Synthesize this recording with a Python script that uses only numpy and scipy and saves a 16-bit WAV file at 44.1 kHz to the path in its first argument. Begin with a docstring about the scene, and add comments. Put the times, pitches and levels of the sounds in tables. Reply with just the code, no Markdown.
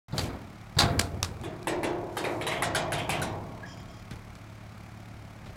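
"""Outdoors on grass, the microphone a few metres from a horse trailer; a small tractor idles throughout.
The ramp is pulled free: it clangs in its steel frame, the hollow body booms and the latches snap.
As it is lowered, the hinge rubs and its coil springs slip and twang, winding up; the ramp shudders.
Last, boots tread up the boards and the hinge squeaks faintly under the weight."""
import sys
import numpy as np
from scipy import signal
from scipy.fft import rfft, irfft
from scipy.io import wavfile

SR = 44100
rng = np.random.default_rng(int(sys.argv[2]) if len(sys.argv) > 2 else 0)


def dump(signal):
    """Clip the signal to [-1, 1] and save it as 16-bit WAV at the path in sys.argv[1]."""
    limited = np.clip(np.atleast_2d(signal).T, -1, 1)
    pcm = np.round(limited * 32767).astype(np.int16)
    wavfile.write(sys.argv[1], SR, pcm)


N = 245195


def gain_of(db):
    """Decibels to a factor."""
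    return 10 ** (np.asarray(db) / 20)


def unit_rms(x):
    """Scales to rms 1."""
    return x / np.sqrt(np.mean(x ** 2) + 1e-20)


def read(points, hz):
    """Reads a table on a logarithmic frequency axis."""
    f, value = np.transpose(points)
    return np.interp(np.log(hz + 1), np.log(f + 1), value)


def add(mix, s, sound):
    """Mixes a sound in at s seconds."""
    part = mix[max(round(s * SR), 0):][:len(sound)]
    part += sound[:len(part)]


def drift(rate_hz, size):
    """A random wander of rms 1, mostly slower than rate_hz."""
    hz = np.fft.rfftfreq(size, 1 / SR)
    return unit_rms(irfft(rfft(rng.standard_normal(size)) * np.exp(-(hz / rate_hz) ** 2) * (hz > 0), size))


def noise(points):
    """Steady noise of rms 1 with the given spectrum."""
    gains = gain_of(read(points, np.fft.rfftfreq(N, 1 / SR)))
    return unit_rms(irfft(rfft(rng.standard_normal(N)) * gains, N))


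def colour(x, db_at, size=4096):
    """Causal filter whose gain in dB is the function db_at(Hz)."""
    log_gain = np.log(gain_of(db_at(abs(np.fft.fftfreq(size, 1 / SR)))))
    taps = np.fft.ifft(np.exp(np.conj(signal.hilbert(log_gain)))).real
    return signal.oaconvolve(x, taps[:size // 2])[:len(x)]


def lumps(depth_db, width_hz):
    """Uneven heights of clustered resonances in dB, as a function of frequency; the bass stays even."""
    knots = depth_db * np.clip(rng.standard_normal(2000), -2, 2)
    return lambda hz: np.interp(hz / width_hz, np.arange(len(knots)), knots) * hz / (hz + 900)


def dense_ring(t60s, stretch=1, size=256):
    """One second of countless overlapping modes, each band dying at its own speed."""
    hz, t, bands = signal.stft(rng.standard_normal(SR), SR, nperseg=size)
    fade = np.exp(-np.log(1000) * t / (stretch * read(t60s, hz)[:, None]))
    return signal.istft(bands * fade, SR, nperseg=size)[1][:SR]


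def clear_ring(modes, stretch=1, spread_db=2):
    """One second of distinct modes; each blow excites them a little differently."""
    t = np.arange(SR) / SR
    ring = np.zeros(SR)
    for hz, db, t60 in modes:
        strength, phase = rng.random(2)
        fade = np.exp(-np.log(1000) * t / (stretch * t60))
        ring += gain_of(db + spread_db * (2 * strength - 2.5)) * fade * np.sin(2 * np.pi * (hz * t + phase))
    return ring


def tractor(firing_hz=35.8, hunt=0.007, flutter=0.15, wash_db=-48.5, tick_db=-56, tick_s=0.0047):
    """Idling exhaust tones, a distant wash that throbs slightly, and a dry tick with each firing."""
    # Exhaust tones. Each row: multiple of the firing rate, rms level in dB.
    exhaust = [(1, -62), (2, -61), (3, -50), (4, -60.5), (5, -57.5), (6, -59.5), (7, -79), (8, -74.5)]
    # Distant engine clatter and open air. Each row: frequency in Hz, relative level in dB.
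    air = [(15, -47), (35, -12.5), (110, -10), (200, -15.5), (330, -19), (450, -27.5), (700, -19),
           (950, -25), (1250, -23), (1800, -29.5), (2350, -27), (2650, -34), (6300, -41.5), (9000, -47),
           (16000, -54.5)]
    # The tick of a firing. Each row: frequency in Hz, relative level in dB.
    clatter = [(900, -26), (2200, 0.5), (2800, -9), (4500, -8.5), (7000, -15.5), (16000, -20.5)]
    firings = np.cumsum(firing_hz * (1 + hunt * drift(3.8, N))) / SR
    tones = np.zeros(N)
    for multiple, db in exhaust:
        level = gain_of(db) * np.sqrt(2) * (1 + flutter * drift(20, N))
        tones += level * np.sin(2 * np.pi * (round(multiple) * firings + rng.random()))
    throb = 1 + .16 * np.cos(2 * np.pi * firings)
    ticks = np.exp(-(firings % 1) / (firing_hz * tick_s)) * gain_of(tick_db + 2.5 * drift(23, N))
    return tones + gain_of(wash_db) * noise(air) * throb + ticks * noise(clatter)


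def clang(db, tilt_db, stretch=0.79, modes_db=-1.5, rise_s=0.00098, chatter_db=3.5, pivot_hz=1500):
    """Steel grinds on steel: a chattering blow of the ramp rings the frame."""
    # The frame's dense ring. Each row: frequency in Hz, gain in dB.
    spectrum = [(30, -25), (70, 2), (150, -3.5), (350, -3), (750, -4), (1400, -3.5), (2900, -10.5),
                (3600, -3), (4750, 2.5), (5200, -9), (7500, -9.5), (10000, -16.5), (13500, -22),
                (16000, -25)]
    # Its decay. Each row: frequency in Hz, T60 in seconds before the factor stretch.
    t60s = [(100, 0.2), (400, 0.54), (900, 0.7), (2000, 0.55), (4500, 0.24), (9000, 0.22), (15000, 0.15)]
    # The strongest modes. Each row: frequency in Hz, relative level in dB, T60 in seconds before stretch.
    modes = [(270.6, -23.5, .9), (688, -16.5, 1.0), (816, -15.5, 0.33), (1133, -32, 0.75),
             (1389, -18, 0.37), (1910, -19, 0.49), (2744, -22, 0.34), (3545, -11, 0.13), (3772, -12, 0.11),
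             (4087, -8, 0.18), (4182, -11, 0.15), (4669, -10, .14), (4765, -8, 0.13), (7550, -11.5, 0.073)]
    dense = dense_ring(t60s, stretch) * gain_of(chatter_db * drift(160, SR))
    clusters = lumps(depth_db=3.5, width_hz=60)
    ring = colour(dense, lambda hz: read(spectrum, hz) + clusters(hz))
    ring += gain_of(modes_db) * clear_ring(modes, stretch)
    attack = 1 - np.exp(-np.arange(SR) / SR / rise_s)
    # softer contacts lose their treble
    return colour(ring * attack, lambda hz: db + tilt_db * np.log2(1 + hz / pivot_hz))


def boom(db, hz, rise_s=0.0038, decay_s=0.013, rumble_db=14, rumble_s=0.094):
    """A panel swings a few times and sets the trailer's hollow body rumbling."""
    # The body's resonance. Each row: frequency in Hz, gain in dB.
    body = [(20, -41), (45, -12.5), (90, 2.5), (150, -2.5), (220, -6.5), (400, -10), (900, -18),
            (3000, -50)]
    t = np.arange(SR // 2) / SR
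    panel = 2 * np.sin(2 * np.pi * hz * t) * np.exp(-t / decay_s)
    burst = rng.standard_normal(len(t)) * np.exp(-t / rumble_s)
    rumble = colour(burst, lambda f: rumble_db + read(body, f))
    return gain_of(db) * (panel + rumble) * (1 - np.exp(-t / rise_s))


def jolt(db, hz, gap_s, change_db, bumps=4, rest_hz=85, settle=0.46):
    """The ramp bumps to and fro, booming the body, each bump weaker and lower than the last."""
    out = np.zeros(SR)
    for k in range(bumps):
        add(out, k * gap_s, boom(db + k * change_db, rest_hz + (hz - rest_hz) * settle ** k))
    return out


def hinge(grit_db=2, judder_db=2):
    """Rusty steel rubs with a gritty hiss, the coils scrape on each other, and the ramp shudders."""
    # Spells of rubbing. Each row: start and length in seconds, peak levels of hiss and scrape in dB.
    rubs = [(0.147, 0.15, -46, -48.5), (2.09, 0.37, -56.5, -88), (2.453, 0.18, -56, -40),
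            (2.916, 0.17, -60, -41), (3.067, 0.16, -56, -44)]
    # The ramp's shudder as it swings down and settles. Each row: time in seconds, level in dB.
    shudder = [(1.4, -52.5), (1.95, -43), (2.13, -57), (2.65, -39), (3.05, -39.5), (3.2, -36.5),
               (3.42, -44.5), (3.65, -47.5), (3.95, -55)]
    # Spectra of hiss, scrape and shudder. Each row: frequency in Hz, relative level in dB.
    hiss_spectrum = [(200, -30), (1500, -7), (4000, 6), (8000, 4), (13500, -3), (16000, -15)]
    scrape_spectrum = [(400, -42), (1600, -32), (2150, 8), (2700, 3), (3250, 7.5), (3800, -10), (4600, -33),
                       (12000, -49)]
    shudder_spectrum = [(20, -30), (45, -10), (90, -3), (150, 1), (185, -3), (215, -12), (270, -6.5),
                        (450, -14.5), (2000, -72)]
    hiss, scrape = np.zeros((2, N))
    for s, length, hiss_db, scrape_db in rubs:
        swell = np.sin(np.pi * np.arange(0, length, 1 / SR) / length)
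        add(hiss, s, gain_of(hiss_db) * swell)
        add(scrape, s, gain_of(scrape_db) * swell)
    times, shudder_db = np.transpose(shudder)
    rumble = np.interp(np.arange(N) / SR, times, gain_of(shudder_db), left=0, right=0)
    rubbing = hiss * noise(hiss_spectrum) * gain_of(grit_db * drift(200, N))
    scraping = scrape * noise(scrape_spectrum) * gain_of(judder_db * drift(120, N))
    return rubbing + scraping + rumble * noise(shudder_spectrum)


def snap(db, decay_s=0.0011, rise_s=0.0012, echo_s=0.018, echo_db=-12, tail_db=-28, tail_s=0.033):
    """A latch cracks or grit ticks; the trailer's wall throws back one echo and a short wash."""
    # The latch's tone colour. Each row: frequency in Hz, gain in dB.
    latch = [(100, -5), (500, 1), (950, -2), (1400, 10.5), (1900, -4), (2350, 4), (2800, -1), (4300, 4),
             (6700, -1.5), (8000, 0), (10500, -6.5), (14000, -14), (16000, -22)]
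    t = np.arange(SR // 4) / SR
    crack = 2 * rng.choice([-1, 1], len(t)) * np.exp(-t / decay_s) * (1 - np.exp(-t / rise_s))
    out = crack + gain_of(tail_db) * rng.standard_normal(len(t)) * np.exp(-t / tail_s)
    add(out, echo_s, gain_of(echo_db) * crack)
    return colour(out, lambda hz: db + read(latch, hz))


def twang(register_db, slip_s=0.0043, direct=0.72, bounce=0.27, scatter_s=.003, swell_s=0.039,
          modes_db=-2, overtone_db=-17, overtone_t60=0.33):
    """A gritty slip is heard at once and also runs along the coil, each pitch at its own speed."""
    # Travel along the coil. Each row: frequency in Hz, time for one crossing in seconds.
    travel = [(100, .001), (1200, 0.000953), (2600, 0.0048), (3600, 0.0079), (5000, 0.01), (7000, .012),
              (8500, 0.0082), (10300, 0.0059), (12000, 0.00093), (14000, 0.0047)]
    # The spring's tone colour. Each row: frequency in Hz, gain in dB.
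    spectrum = [(40, -23), (150, -8.5), (230, -10), (330, 2.5), (700, 2), (1300, -3.5), (2000, -1),
                (3400, -5), (4900, -10), (6800, -12.5), (8400, -7), (9500, -14.5), (10400, -2.5),
                (11000, -11), (15500, -29.5)]
    # Decay of its dense ring. Each row: frequency in Hz, T60 in seconds.
    t60s = [(120, 2.1), (350, 1.3), (750, 1.74), (1500, 0.62), (3000, 0.34), (6000, 0.28), (10000, 0.11),
            (14500, 0.16)]
    # Its standing waves. Each row: nominal frequency in Hz, relative level in dB, T60 in seconds.
    modes = [(294, -16, 0.89), (320.4, -12, 0.83), (350.3, -8.5, 1.07), (380, -19, 0.91), (531, -15, 0.45),
             (633, -16.5, 2), (694, -18.5, 2.55), (811, -23, 2.1), (951, -21.5, 1.9), (1108, -29, 4.3)]
    # The range of the wire's clear overtones: lowest and highest in Hz.
    wire_hz = [1842, 4130]
    # The centres of hum, drone, twang and zing in Hz; register_db gives a gain for each.
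    registers_hz = [360, 700, 2300, 9000]
    t, hz = np.arange(SR) / SR, np.fft.rfftfreq(SR, 1 / SR)
    crossing = np.exp(-2j * np.pi * np.cumsum(read(travel, hz)))
    grit = rfft(1.75 * rng.standard_normal(SR) * np.exp(-t / slip_s))
    passes = grit * sum((-bounce) ** k * crossing ** (2 * k) for k in range(4))
    blur = dense_ring(t60s) * (1 - np.exp(-t / scatter_s)) * np.minimum(1, 10 * (1 - t))
    # the resonances change from slip to slip
    clusters = lumps(depth_db=4, width_hz=110)
    detune = 1 + .012 * rng.uniform(-1, 1)
    overtones = clear_ring([(f, overtone_db, overtone_t60) for f in rng.uniform(*wire_hz, 12)])
    wire = irfft(direct * grit + crossing * (passes + rfft(blur + overtones)), SR)
    wire = colour(wire, lambda f: read(spectrum, f) + clusters(f))
    for mode_hz, db, t60 in modes:
        # the low standing waves need a few passes to build up
        build_up = 1 - np.exp(-t * mode_hz / (swell_s * registers_hz[0]))
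        wire += clear_ring([(mode_hz * detune, db + modes_db, t60)]) * build_up
    return colour(wire, lambda f: read(list(zip(registers_hz, register_db)), f))


def knock(hz, db, spread=0.069, count=6, t60=.12):
    """A short ring of one turn of wire: a tight cluster of modes."""
    t = np.arange(SR // 3) / SR
    offsets = (np.arange(count) + rng.random(count)) * 2 / count - 1
    modes = sum(np.sin(2 * np.pi * (f * t + rng.random())) for f in hz * (1 + spread * offsets))
    return gain_of(db) * np.sqrt(2) * unit_rms(modes) * np.exp(-np.log(1000) * t / t60)


def coil_slip(s, db, sharpness_db, turn_hz, tight_s=2.333, tighten_s=0.076, boost_db=2.5, octaves=0.15):
    """A turn knocks and the spring twangs: a slack spring hums, a tight one less; sharp slips add zing."""
    # Short, high turns knock less. Each row: pitch in Hz, level against the slip in dB.
    knock_db = [(600, -7.5), (1570, -9), (2100, -14), (3700, -21.5)]
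    tight = .5 + .5 * np.tanh((s - tight_s) / tighten_s)  # 0 with the coils open, 1 closed up
    hum_db = 8.5 * (1 - tight) - 4 * tight
    drone_db = 5 * (1 - tight) + tight + 0.29 * sharpness_db  # a sharp slip drives the drone harder
    out = twang(db + np.array([hum_db, drone_db, 0, sharpness_db]))
    # the twang is lifted around the slipping turn's pitch
    out = colour(out, lambda hz: boost_db * np.exp(-(np.log2((hz + 1) / turn_hz) / octaves) ** 2))
    add(out, 0, knock(turn_hz, db + read(knock_db, turn_hz)))
    return out


def step(db, rise_s=0.0017, decay_s=0.021):
    """A rubber boot gives the boards a dull knock."""
    # The boards' tone colour. Each row: frequency in Hz, gain in dB.
    boards = [(60, 9), (200, 10), (480, -6.5), (800, -6.5), (1500, -5), (4000, -12), (16000, -36)]
    t = np.arange(SR // 4) / SR
    blow = rng.standard_normal(len(t)) * np.exp(-t / decay_s) * (1 - np.exp(-t / rise_s))
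    return colour(blow, lambda hz: db + read(boards, hz))


def squeak(length, first_hz, last_hz, db, echo_decay_s=.06):
    """A thin, broken tone of a dry hinge that sticks and slips, blurred by the trailer's box."""
    size = int(length * SR)
    hz = np.linspace(first_hz, last_hz, size) * (1 + .025 * drift(400, size))
    grip = unit_rms(gain_of(4 * drift(90, size)))
    tone = gain_of(db) * grip * signal.windows.tukey(size, .5) * np.sin(2 * np.pi * np.cumsum(hz) / SR)
    echoes = rng.standard_normal(SR // 4) * np.exp(-np.arange(SR // 4) / SR / echo_decay_s)
    echoes *= .5 / np.linalg.norm(echoes)
    echoes[0] = 1  # the direct path to the microphone
    return signal.fftconvolve(tone, echoes) / np.linalg.norm(echoes)


def squeal(length, db, sag=0.049):
    """The hinge's modes squeak together and sink a little in pitch."""
    # The hinge's modes. Each row: starting frequency in Hz, relative level in dB.
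    modes = [(3300, 2), (5030, -1.5), (5450, -2), (6050, -5), (7150, -4.5)]
    return sum(squeak(length, hz, hz * (1 - sag), db + mode_db) for hz, mode_db in modes)


def scene():
    """Tractor, ramp and boots in the open air, at one microphone a few metres from the trailer."""
    # The ramp jars in its frame. Each row: start in seconds, level in dB, treble tilt in dB per octave.
    clangs = [(.124, -25.5, -7), (.180, -22.5, -1.5), (.290, -21, -12.5), (.328, -18.5, -18.5),
              (.405, -41, -8), (.766, -20.5, -10), (.786, -14, 1.5), (.800, -11.5, -4.5), (.895, -25, -7),
              (.991, -23, -4), (1.229, -28, -4)]
    # The ramp is jolted. Each row: start in seconds, level in dB, first pitch in Hz,
    # gap between bumps in seconds, change per bump in dB.
    jolts = [(.131, -22.5, 140, 0.05, -2.5), (.766, -20.5, 132, 0.065, -7), (.834, -18.5, 111, .069, -3.5),
             (1.135, -29.5, 87, .088, -1.6), (3.195, -29.5, 141, .07, -2)]
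    # Latches and small ticks of grit. Each row: start in seconds, level in dB.
    snaps = [(.1805, -15.5), (.9935, -7), (.9955, -5.5), (1.2288, -7.5), (1.413, -37), (1.629, -34.5),
             (3.198, -35), (4.110, -32.5), (4.158, -40), (4.353, -37.5)]
    # A coil slips. Each row: start in seconds, level in dB, sharpness in dB, the turn's pitch in Hz.
    slips = [(1.436, -33.5, -4.5, 3470), (1.671, -24.5, 1, 595), (1.832, -24.5, -5.5, 1964),
             (2.169, -27.5, 2.5, 1625), (2.241, -24.5, -10, 2350), (2.412, -27.5, -8.5, 2390),
             (2.467, -23, -1.5, 3670), (2.515, -25.5, -9, 2050), (2.6221, -20.5, 0, 2107),
             (2.748, -20.5, 1.5, 1520), (2.921, -25, 2, 1547), (2.982, -28, -6.5, 3130),
             (3.093, -24.5, 3.5, 2390), (3.125, -26, -9, 2710), (3.217, -27.5, 3.5, 1460)]
    # Boots land on the boards. Each row: start in seconds, level in dB.
    steps = [(3.478, -48), (4.110, -28), (5.457, -32.5), (5.485, -38)]
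    # The hinge pin breaks loose with a rising chirp.
    # Each row: start and length in seconds, first and last pitch in Hz, level in dB.
    chirps = [(3.622, .045, 1580, 1810, -41)]
    # The hinge squeals as the ramp takes weight. Each row: start and length in seconds, level in dB.
    squeals = [(3.65, .11, -54.5), (3.765, .07, -61.5), (3.86, .18, -63.5)]
    mix = tractor() + hinge()
    for table, source in ((clangs, clang), (snaps, snap), (jolts, jolt), (squeals, squeal), (chirps, squeak)):
        for s, *row in table:
            add(mix, s, source(*row))
    for s, *row in slips:
        add(mix, s, coil_slip(s, *row))
    for s, db in steps:
        add(mix, s, step(db))
        add(mix, s, boom(db - 8, hz=122))  # the body booms under each boot
    return mix[None]


def record(dry, start_s=.083, edge_hz=16000):
    """The microphone opens after a moment of silence and hears up to edge_hz."""
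    opened = dry * (np.arange(N) >= start_s * SR)
    lowpass = signal.firwin(255, edge_hz, window=("kaiser", 9), fs=SR)
    return signal.oaconvolve(opened, lowpass[None], "same")


dry = scene()
out = record(dry)
dump(out)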